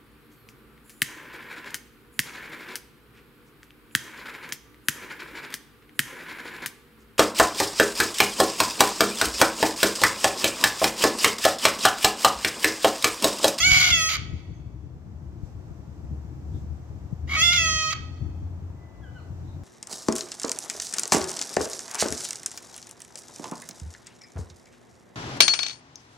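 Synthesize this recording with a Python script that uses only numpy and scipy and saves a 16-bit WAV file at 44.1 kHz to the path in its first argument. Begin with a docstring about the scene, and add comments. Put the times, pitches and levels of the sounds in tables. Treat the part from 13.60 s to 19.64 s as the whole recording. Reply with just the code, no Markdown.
"""A cockatoo screeches twice in a park, each call breaking between a clear pitched tone and a chaotic rasp.
Pulses excite the throat resonances, and torn air supplies the rasp; leaves scatter the calls and a far wall
returns them. A distant bird whistles twice in gliding sines, and faint narrow rustles are bursts of noise.
An engine pulls away in three harmonics and a brake sings as one faint sine. Bumps on the hand-held
microphone are damped sines; rumble, traffic wash and leaf hiss are shaped noise."""
import sys
import numpy as np
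from scipy import signal
from scipy.fft import rfft, irfft, next_fast_len
from scipy.io import wavfile
from scipy.ndimage import uniform_filter1d

SR = 44100
rng = np.random.default_rng(int(sys.argv[2]) if len(sys.argv) > 2 else 0)


def to_wav(s):
    """Save 16-bit WAV."""
    ch = np.atleast_2d(s).T  # columns
    pcm = np.round(np.clip(ch, -1, 1) * 32767)  # PCM
    wavfile.write(sys.argv[1], SR, pcm.astype(np.int16))


N = 266187
TIME = np.arange(N) / SR
PADDED = next_fast_len(N + 2 * SR, True)
FREQS = np.maximum(np.fft.rfftfreq(PADDED, 1 / SR), 1)

# The two screeches. Each row: start in seconds, end in seconds, level in dB before the band trims,
# hold in seconds, fade in dB per second, offset of the low partials in dB, offset of the treble in dB.
SCREECHES = [(-0.09, 0.569, -26.5, .17, 21, -1.5, -3), (3.671, 4.341, -27, 0.071, 14.5, -1, -4.5)]
ATTACK_S, RELEASE_S, RELEASE_DB = 0.13, 0.013, 7
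# Pitch of each screech before droop and jitter. Each row: time in seconds, pitch in Hz.
SCREECH_PITCH = [
    [(0, 653.4), (.022, 668), (.036, 721.5), (.06, 755), (.2, 744), (.3, 715), (.338, 673.4), (.41, 641.3),
     (.47, 639.1), (.535, 650)],
    [(3.765, 634.2), (3.795, 636.8), (3.838, 697.5), (3.885, 687.9), (3.925, 711), (3.968, 701.6),
     (3.981, 663.6), (4.03, 653.2), (4.09, 637.7), (4.295, 630.8), (4.318, 658.3)],
]
# The pitch sags as each screech runs out.
DROOP_S, DROOP_HZ = 0.028, 68.4
# The second screech scoops up into a high register before it drops into its note.
SQUEAK_END_S, SQUEAK_HZ, SCOOP_S, SCOOP_HZ = 3.761, 1108, 0.035, 173
# The squeak leaves through a half-shut beak.
SQUEAK_RING_DB, SQUEAK_TREBLE_DB, BEAK_OPENS_S = -5, -10, 0.049
# The voice breaks into a rasp. Each row: start in seconds, end in seconds, roughness from 0 to 1.
VOICE_BREAKS = [(0.019, 0.038, .38), (0.102, 0.313, .75), (0.488, 0.58, .88), (3.657, 3.766, 0.9),
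                (3.922, 3.947, .68), (3.959, 3.975, .58), (4.298, 4.321, .3), (4.321, 4.353, .88)]
# Between breaks the tone clears as the effort fades.
BREAK_EDGE_S, CLEAR_ROUGHNESS, ROUGHNESS_PER_DB = 0.0081, 0.19, 1.35
# Roughness 1 would move this much level out of the low partials and into the treble.
RASP_LOW_DB, RASP_TREBLE_DB = -0.5, 3
# Low, middle and treble bands each flare when a harmonic meets their resonance.
# Each row: centre in Hz, width in Hz, greatest lift in dB.
BAND_FLARES = [(2315, 248, 8), (3394, 190, 4), (6660, 96, 3.5)]
# The highest treble drops away as the second screech settles on its low note.
DULLS_AT_S, DULLS_OVER_S, DULLS_DB = 3.95, 0.07, -6.5
# Resonances of throat and open beak. Each row: centre in Hz, width of one pass in Hz, relative peak in dB.
THROAT_RESONANCES = [(763, 110, -18.5), (1251.6, 170, -6), (1423, 100, -4.5), (1780, 71, -11.5),
                     (2278, 475, 1.5), (2598, 180, -8), (3424, 160, -0.5), (4410, 210, -2.5),
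                     (5080, 450, -6.5), (5980, 400, -9), (6450, 600, -4), (8330, 210, -19.5),
                     (10546, 1000, -25), (14000, 3500, -33)]
# An anti-resonance of the windpipe. The row: centre in Hz, width in Hz, depth in dB.
WINDPIPE_DIP = (3930, 270, -15)
SPREAD_S_PER_HZ = 2e-7
# Spectrum of the air torn by the syrinx. Each row: frequency in Hz, relative level in dB.
RASP_SPECTRUM = [(350, -63.5), (600, -39.5), (734, -26), (887, -26), (1350, -21), (1460, -22), (1910, -16),
                 (2220, -13.5), (2570, -16.5), (4970, -10.5), (5610, -20), (6510, -12), (9240, -40),
                 (10700, -28), (15000, -37)]
# Direction of the bird. Each row: frequency in Hz, left minus right level in dB.
BIRD_SIDE = [(700, 1), (2300, 0), (3400, -2.5), (4500, -4), (6500, -10), (8300, -8), (10500, 7),
             (15000, -14.5)]
# Distant whistles, one list a note. Each row: time in seconds, pitch in Hz before jitter, relative level in dB.
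WHISTLES = [
    [(5.415, 1693, -73.5), (5.44, 1634, -50.5), (5.465, 1492, -59), (5.5, 1496, -55)],
    [(5.545, 1530, -60.5), (5.572, 1504, -46.5), (5.59, 1390, -59), (5.607, 1180, -56)],
]
# Faint narrow rustles. Each row: centre time in seconds, half length in seconds, centre in Hz, level in dB.
NARROW_RUSTLES = [(0.968, 0.034, 6370, -68.5), (2.96, .03, 3500, -65), (5.612, 0.05, 4200, -69),
                  (5.91, .06, 3850, -67.5)]
# Firing rate of the far engine before jitter. Each row: time in seconds, rate in Hz.
ENGINE_RATE = [(2.3, 71), (3.05, 74.1), (3.85, 79.94), (4.85, 88.06), (6.04, 87.07)]
# Its drone swells and sinks. Each row: centre time in seconds, half length in seconds, relative level in dB.
ENGINE_SWELLS = [(2.52, 0.091, -35), (3.02, 0.16, -37.5), (3.9, 0.22, -35.5), (4.77, 0.28, -36),
                 (5.87, .22, -39)]
BRAKE_HZ = 2000
# Level of the brake before its flutter. 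Each row: time in seconds, level in dB.
BRAKE_LEVEL = [(5.08, -93), (5.22, -68), (5.42, -68.5), (5.56, -70.5), (5.68, -72)]
# Bumps on the microphone. Each row: start in seconds, relative level in dB, pitch of the body in Hz,
# relative level in dB of the shudder it adds to the rumble.
MICROPHONE_BUMPS = [(0.087, -17, 108, -55), (0.115, -12, 77.4, -48), (0.165, -17, 110, -52),
                    (0.312, -15, 107, -45), (0.589, -22, 116, -39), (0.698, -21.5, 125, -46),
                    (0.736, -22, 119, -35), (0.893, -24.5, 123, -42), (1.832, -16.5, 84, -53),
                    (2.108, -24.5, 130, -50), (2.442, -21.5, 75, -43), (2.511, -23.5, 135, -43),
                    (2.647, -26, 140, -47.5), (2.946, -29, 85, -37), (3.102, -24.5, 73.5, -45.5),
                    (3.526, -15.5, 138.1, -39), (3.814, -17.5, 102, -48), (4.614, -19.5, 94, -37.5),
                    (4.659, -25.5, 79, -40), (4.825, -19, 89.2, -47.5)]
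# Each bump stirs up the rumble for a moment.
SHUDDER_LAG_S, SHUDDER_S = 0.012, 0.021
# Spectrum of the rumble. Each row: frequency in Hz, relative level in dB.
RUMBLE_SPECTRUM = [(15, -49), (25, -23), (59, -5.5), (75, 0.5), (103, -6), (124, -5), (203, -16.5),
                   (227, -19), (254, -22.5), (299, -15.5), (500, -36.5), (650, -67), (1100, -120)]
# Course of the rumble. Each row: time in seconds, relative level in dB.
RUMBLE_LEVEL = [(0, -43.5), (1.3, -45.5), (2.3, -44), (3.3, -44.5), (4.7, -44.5), (5.3, -48.5),
                (6.04, -44.5)]
# Spectrum of the traffic wash. Each row: frequency in Hz, relative level in dB.
TRAFFIC_SPECTRUM = [(250, -6), (450, -4.5), (700, -4.5), (1000, -9), (1500, -16), (2200, -21.5),
                    (3500, -28.5), (7000, -42)]
# Course of the traffic wash. Each row: time in seconds, level in dB before panning.
TRAFFIC_LEVEL = [(0, -53.5), (1.2, -59), (2, -55.5), (3, -55), (4.5, -55), (6.04, -53.5)]
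# Spectrum of the leaf hiss. Each row: frequency in Hz, relative level in dB.
LEAF_SPECTRUM = [(1500, 0), (3000, -2.5), (4500, 0.5), (6000, 4), (8000, -1), (9500, -14.5), (12000, -10),
                 (15000, -9)]
# Course of the leaf hiss. Each row: time in seconds, level in dB before panning.
LEAF_LEVEL = [(0, -74), (1.35, -73.5), (2.0, -69.5), (2.9, -68), (4.85, -70), (5.3, -71.5), (5.65, -67.5)]
# Brief rustles. Each row: centre time in seconds, half length in seconds, level in dB before panning.
LEAF_RUSTLES = [(1.87, .04, -67), (2.98, 0.055, -66)]
CUTOFF_HZ = 15350


def cockatoo(low_db=-0.5, mid_db=-1.5, high_db=0.0, sizzle_db=2.0):
    """Radiation from the beak: effort sets the level of three bands, each with its own course."""
    pitch, rough, low_course_db, ring_course_db, treble_course_db = gestures()
    voice = through_crown(syrinx(pitch, rough))
    side = panned(curve_db(BIRD_SIDE))
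    over_low, over_mid, over_top = above(2420), above(3900), above(8500)
    body = evened(filtered(voice, side * (1 - over_low))) * from_db(low_course_db + low_db)
    ring = evened(filtered(voice, side * (over_low - over_mid))) * from_db(ring_course_db + mid_db)
    treble = evened(filtered(voice, side * over_mid)) * from_db(treble_course_db + high_db)
    # the highest treble is lifted, then dulled within the second screech
    sizzle_gain = from_db(sizzle_db + DULLS_DB * ramp(DULLS_AT_S, DULLS_OVER_S))
    treble = treble + filtered(treble, over_top) * (sizzle_gain - 1)
    gate = sum(sounding([[start], [end]]) for start, end, *_ in SCREECHES)
    return (body + ring + treble) * gate


def gestures():
    """Vocal effort: each screech swells, holds and fades; gives pitch, roughness and three band levels in dB."""
    half_edge = BREAK_EDGE_S / 2
    broken = 0
    for start, end, rough in VOICE_BREAKS:
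        broken = broken + rough * (ramp(start - half_edge, BREAK_EDGE_S) - ramp(end - half_edge, BREAK_EDGE_S))
    calls = []
    for (start, end, db, hold, fade, low_db, treble_db), tune in zip(SCREECHES, SCREECH_PITCH):
        attack_db = 20 * np.log10(ramp(start, ATTACK_S) + 1e-4)
        faded_db = fade * np.maximum(TIME - start - ATTACK_S - hold, 0)
        effort_db = db + attack_db - faded_db - RELEASE_DB * ramp(end - RELEASE_S, RELEASE_S)
        pitch = in_time(tune)[0] - DROOP_HZ * ramp(end - DROOP_S, DROOP_S)
        rough = np.clip(np.maximum(broken, CLEAR_ROUGHNESS - ROUGHNESS_PER_DB * faded_db), 0, 1)
        calls.append([pitch, rough, effort_db + low_db, effort_db, effort_db + treble_db])
    second_start = SCREECHES[1][0]
    in_second = TIME > second_start - 1
    pitch, rough, low, ring, treble = np.where(in_second, calls[1], calls[0])
    squeak = SQUEAK_HZ - SCOOP_HZ * (1 - ramp(second_start, SCOOP_S))
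    pitch = np.where(in_second & (TIME < SQUEAK_END_S), squeak, pitch)
    shut = in_second * (1 - ramp(SQUEAK_END_S, BEAK_OPENS_S))
    flares = []
    for hz, width, db in BAND_FLARES:
        nearest_harmonic = np.round(hz / pitch) * pitch
        flares.append(db * np.exp(-((nearest_harmonic - hz) / width) ** 2))
    low_flare, ring_flare, treble_flare = flares
    # a rasp smears the upper harmonics, so the upper flares shrink as roughness grows
    clear = 1 - rough
    low = low + low_flare + RASP_LOW_DB * rough
    ring = ring + ring_flare * clear + SQUEAK_RING_DB * shut
    treble = treble + treble_flare * clear + RASP_TREBLE_DB * rough + SQUEAK_TREBLE_DB * shut
    return pitch, rough, low, ring, treble


def syrinx(pitch, rough, slip=0.047, waver=0.0013, shimmer_db=-0.5, doubling=0.6, rasp_db=0.0, burst_db=4.5):
    """Source and filter: pulses ring the throat; roughness makes cycles slip and sputter and tears the air."""
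    chaos = rough * np.sqrt(rough)
    phase = np.cumsum(pitch * (1 + waver * drift(90) + 0.012 * chaos * drift(160))) / SR
    # uneven cycle timing smears the high harmonics first
    phase = phase + slip * chaos * drift(650)
    # in fits, strong and weak cycles alternate
    alternation = 1 + doubling * chaos * drift(60) * np.cos(np.pi * phase)
    strength = from_db(shimmer_db * chaos * drift(500)) * alternation
    tone = evened(filtered(pulses(phase) * strength, throat_response())[None])[0]
    # the tone weakens and sputters, and air escapes in puffs once a cycle
    tone = tone * np.sqrt(1 - 0.85 * chaos ** 2)
    tone = tone * from_db(burst_db * chaos * drift(220))
    puffs = rng.standard_normal(N) * (1 + 0.5 * np.cos(2 * np.pi * phase)) * from_db(2 * drift(180))
    torn_air = rms_one(filtered(puffs, from_db(curve_db(RASP_SPECTRUM))))
    return tone + from_db(rasp_db) * chaos * torn_air


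def pulses(phase, count=27):
    """Fourier synthesis: equal harmonics add up to one sharp pulse a cycle."""
    half = np.pi * (phase % 1) + 1e-9
    return rms_one(np.sin((2 * count + 1) * half) / np.sin(half) - 1)


def throat_response():
    """Resonance and dispersion: throat and beak form peaks, the windpipe a dip and a spread in time."""
    # each resonance acts twice, which keeps the valleys between them dark
    peaks = sum(from_db(db) / (1 + 2j * (FREQS - hz) / width) ** 2 for hz, width, db in THROAT_RESONANCES)
    dip_hz, dip_width, dip_db = WINDPIPE_DIP
    dip = from_db(dip_db * np.exp(-(2 * (FREQS - dip_hz) / dip_width) ** 2))
    # higher harmonics leave a little later
    spread = np.exp(-1j * np.pi * FREQS ** 2 * SPREAD_S_PER_HZ)
    return peaks * dip * spread


def through_crown(voice, branches_db=-1.5, flutter_db=-12.5, left_lag_ms=0.07):
    """Scattering: direct sound, quick reflections from branches, and shifting ones from swaying leaves."""
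    branches, leaves = scatter(0.02, 0.0005), scatter(0.02, 0.0005)
    still = filtered(voice, left_late(left_lag_ms) + from_db(branches_db) * branches)
    return still + from_db(flutter_db) * drift(14) * filtered(voice, leaves)


def park_echoes(x, trees_db=-8.0, trees_t60=0.4, tail_db=-23.0, tail_t60=1.294,
                wall_s=0.25, wall_db=-31.0, dull_hz=4300):
    """Reverberation: other trees, a long thin tail and a far wall return sound dulled by air and foliage."""
    trees = from_db(trees_db) * scatter(trees_t60, 0.018)
    tail = from_db(tail_db) * scatter(tail_t60, 0.05)
    wall = from_db(wall_db) * np.exp(-2j * np.pi * FREQS * wall_s)
    return filtered(x, (trees + tail + wall) / np.sqrt(1 + (FREQS / dull_hz) ** 4))


def scatter(t60, first_s):
    """Diffuse reflection: response of random, dying arrivals, different in each channel; unit energy."""
    burst = rng.standard_normal((2, N)) * from_db(-60 * np.minimum(TIME / t60, 4)) * (TIME > first_s)
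    return rfft(burst / np.sqrt(np.sum(burst ** 2, axis=1, keepdims=True)), PADDED)


def far_bird(octave_db=-10.5):
    """Gliding tones: two whistles fall in pitch, each a sine with its octave."""
    out = 0
    for note in WHISTLES:
        pitch, level_db = in_time(note)
        phase = 2 * np.pi * np.cumsum(pitch * (1 + 0.00644 * drift(200))) / SR
        tone = np.sin(phase) + from_db(octave_db) * np.sin(2 * phase)
        out = out + tone * from_db(level_db) * sounding(note)
    return np.sqrt(2) * out


def narrow_rustles(width_hz=600):
    """Band-limited noise: short soft bursts of narrow-band noise."""
    out = 0
    for s, length, hz, db in NARROW_RUSTLES:
        band = np.exp(-(2 * (FREQS - hz) / width_hz) ** 2)
        noise = rms_one(filtered(rng.standard_normal((2, N)), band))
        out = out + noise * from_db(db) * np.exp(-((TIME - s) / length) ** 2)
    return out


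def engine(second_db=-16.5, third_db=-20.5):
    """Periodic exhaust: the firing rate and two overtones climb as a vehicle gathers speed, then level off."""
    rate, = in_time(ENGINE_RATE)
    phase = 2 * np.pi * np.cumsum(rate * (1 + 0.0081 * drift(15))) / SR
    note = np.sin(phase) + from_db(second_db) * np.sin(2 * phase) + from_db(third_db) * np.sin(3 * phase)
    throb = from_db(1.2 * drift(12))
    return np.sqrt(2 * swells(ENGINE_SWELLS)) * note * throb * panned(1.4)


def brake():
    """A single partial: a thin squeal from the street, slightly unsteady in pitch and level."""
    phase = 2 * np.pi * np.cumsum(BRAKE_HZ * (1 + 0.00202 * drift(60))) / SR
    level = from_db(in_time(BRAKE_LEVEL)[0] + 1.9 * drift(25))
    return np.sqrt(2) * np.sin(phase) * level * sounding(BRAKE_LEVEL)


def bumps(t60=0.028, gain_db=0.5, rise_s=0.0043):
    """Damped oscillation: each bump is a few dull, quickly dying cycles, mostly on the left."""
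    out = np.zeros(N)
    for s, db, hz, _ in MICROPHONE_BUMPS:
        age = np.clip(TIME - s, 0, 1)
        decay = from_db(db + gain_db - 60 * age / t60)
        out += decay * 2 * (1 - np.exp(-age / rise_s)) * np.sin(2 * np.pi * hz * age)
    return out * np.array([[1.85], [0.15]])


def background(rumble_db=4.5, lump_db=2.0):
    """Shaped noise: lumpy low rumble, the wash of far tyres and a faint hiss of leaves."""
    shudders = swells([(s + SHUDDER_LAG_S, SHUDDER_S, db) for s, _, _, db in MICROPHONE_BUMPS])
    heave = np.sqrt(from_db(in_time(RUMBLE_LEVEL)[0]) ** 2 + shudders)
    rumble = stereo_noise(RUMBLE_SPECTRUM, likeness=0.79, left_db=6.0) * heave
    rumble = rumble * from_db(rumble_db + lump_db * drift(25))
    tyres = stereo_noise(TRAFFIC_SPECTRUM, likeness=0.45, left_db=1.5) * from_db(in_time(TRAFFIC_LEVEL)[0])
    leaf_gain = np.sqrt(from_db(in_time(LEAF_LEVEL)[0]) ** 2 + swells(LEAF_RUSTLES))
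    leaves = stereo_noise(LEAF_SPECTRUM, likeness=0.0, left_db=-5.0) * leaf_gain
    return rumble + tyres + leaves


def stereo_noise(spectrum, likeness, left_db, left_lag_ms=0.14):
    """Partial coherence: coloured noise shared in part by both channels, its left side delayed."""
    mid, side = rng.standard_normal((2, N))
    c = np.clip(likeness, 0, 1)
    pair = np.sqrt(1 + c) * mid + np.sqrt(1 - c) * side * [[1], [-1]]
    response = from_db(curve_db(spectrum)) * left_late(left_lag_ms)
    return rms_one(filtered(pair, response)) * panned(left_db)


def from_db(db):
    """Logarithmic level: decibels to amplitude gain."""
    return 10 ** (np.asarray(db) / 20)


def rms_one(x):
    """Normalization: scale to unit mean power."""
    return x / np.sqrt(np.mean(x ** 2) + 1e-20)


def evened(pair, window=0.022):
    """Level control: hold the short-term level of the centre near one; window in seconds."""
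    power = uniform_filter1d(pair.mean(0) ** 2, int(window * SR))
    return pair / np.sqrt(np.maximum(power, 0) + 1e-4 * np.mean(pair ** 2))


def in_time(rows):
    """Linear interpolation: each column of a curve at every sample."""
    s, *columns = np.transpose(rows)
    return [np.interp(TIME, s, c) for c in columns]


def sounding(rows, edge=0.003):
    """Gating: one between the first and last row, with soft edges in seconds outside them."""
    return np.clip(np.minimum(TIME - rows[0][0], rows[-1][0] - TIME) / edge + 1, 0, 1)


def ramp(start, length):
    """Linear transition: rises from zero to one over length seconds."""
    return np.clip((TIME - start) / length, 0, 1)


def swells(rows):
    """Addition of powers: bell-shaped swells summed as energy."""
    power = 0
    for s, length, db in rows:
        power = power + from_db(db) ** 2 * np.exp(-np.minimum(((TIME - s) / length) ** 2, 60))
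    return power


def drift(rate):
    """Random modulation: smooth chance of unit RMS that changes about rate times a second."""
    steps = rng.standard_normal(N // 8)
    return rms_one(np.interp(TIME * rate, np.arange(len(steps)), steps))


def curve_db(points):
    """Spectral interpolation: a short spectrum on the whole logarithmic frequency axis."""
    hz, db = np.transpose(points)
    return np.interp(np.log(FREQS), np.log(hz), db)


def filtered(x, response):
    """Linear filtering: multiply the spectrum of a sound by a frequency response."""
    return irfft(rfft(x, PADDED) * response, PADDED)[..., :N]


def above(hz):
    """Steep crossover: the share of each frequency that lies above hz."""
    return 1 / (1 + (hz / FREQS) ** 24)


def panned(left_db):
    """Interaural level difference: gains of the two channels."""
    return from_db(np.array([[0.5], [-0.5]]) * left_db)


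def left_late(ms):
    """Interaural time difference: frequency response that delays the left channel."""
    return np.exp(-2j * np.pi * FREQS * np.array([[ms], [0]]) / 1000)


def scene(far_direct_db=-1.5, far_echo_db=4.0):
    """Superposition: birds and echoes over the street; the far bird has more echo and less direct sound."""
    near, far = cockatoo(), far_bird()
    echoes = park_echoes(near + from_db(far_echo_db) * far)
    birds = near + from_db(far_direct_db) * far + echoes
    return birds + narrow_rustles() + background() + engine() + brake() + bumps()


def record(dry, low_cut_hz=42):
    """Band limiting: the small microphone loses the deep bass, and the top is cut steeply."""
    thin = signal.sosfilt(signal.butter(3, low_cut_hz, "high", fs=SR, output="sos"), dry)
    return signal.sosfilt(signal.ellip(12, 0.1, 90, CUTOFF_HZ, fs=SR, output="sos"), thin)


dry = scene()
out = record(dry)
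to_wav(out)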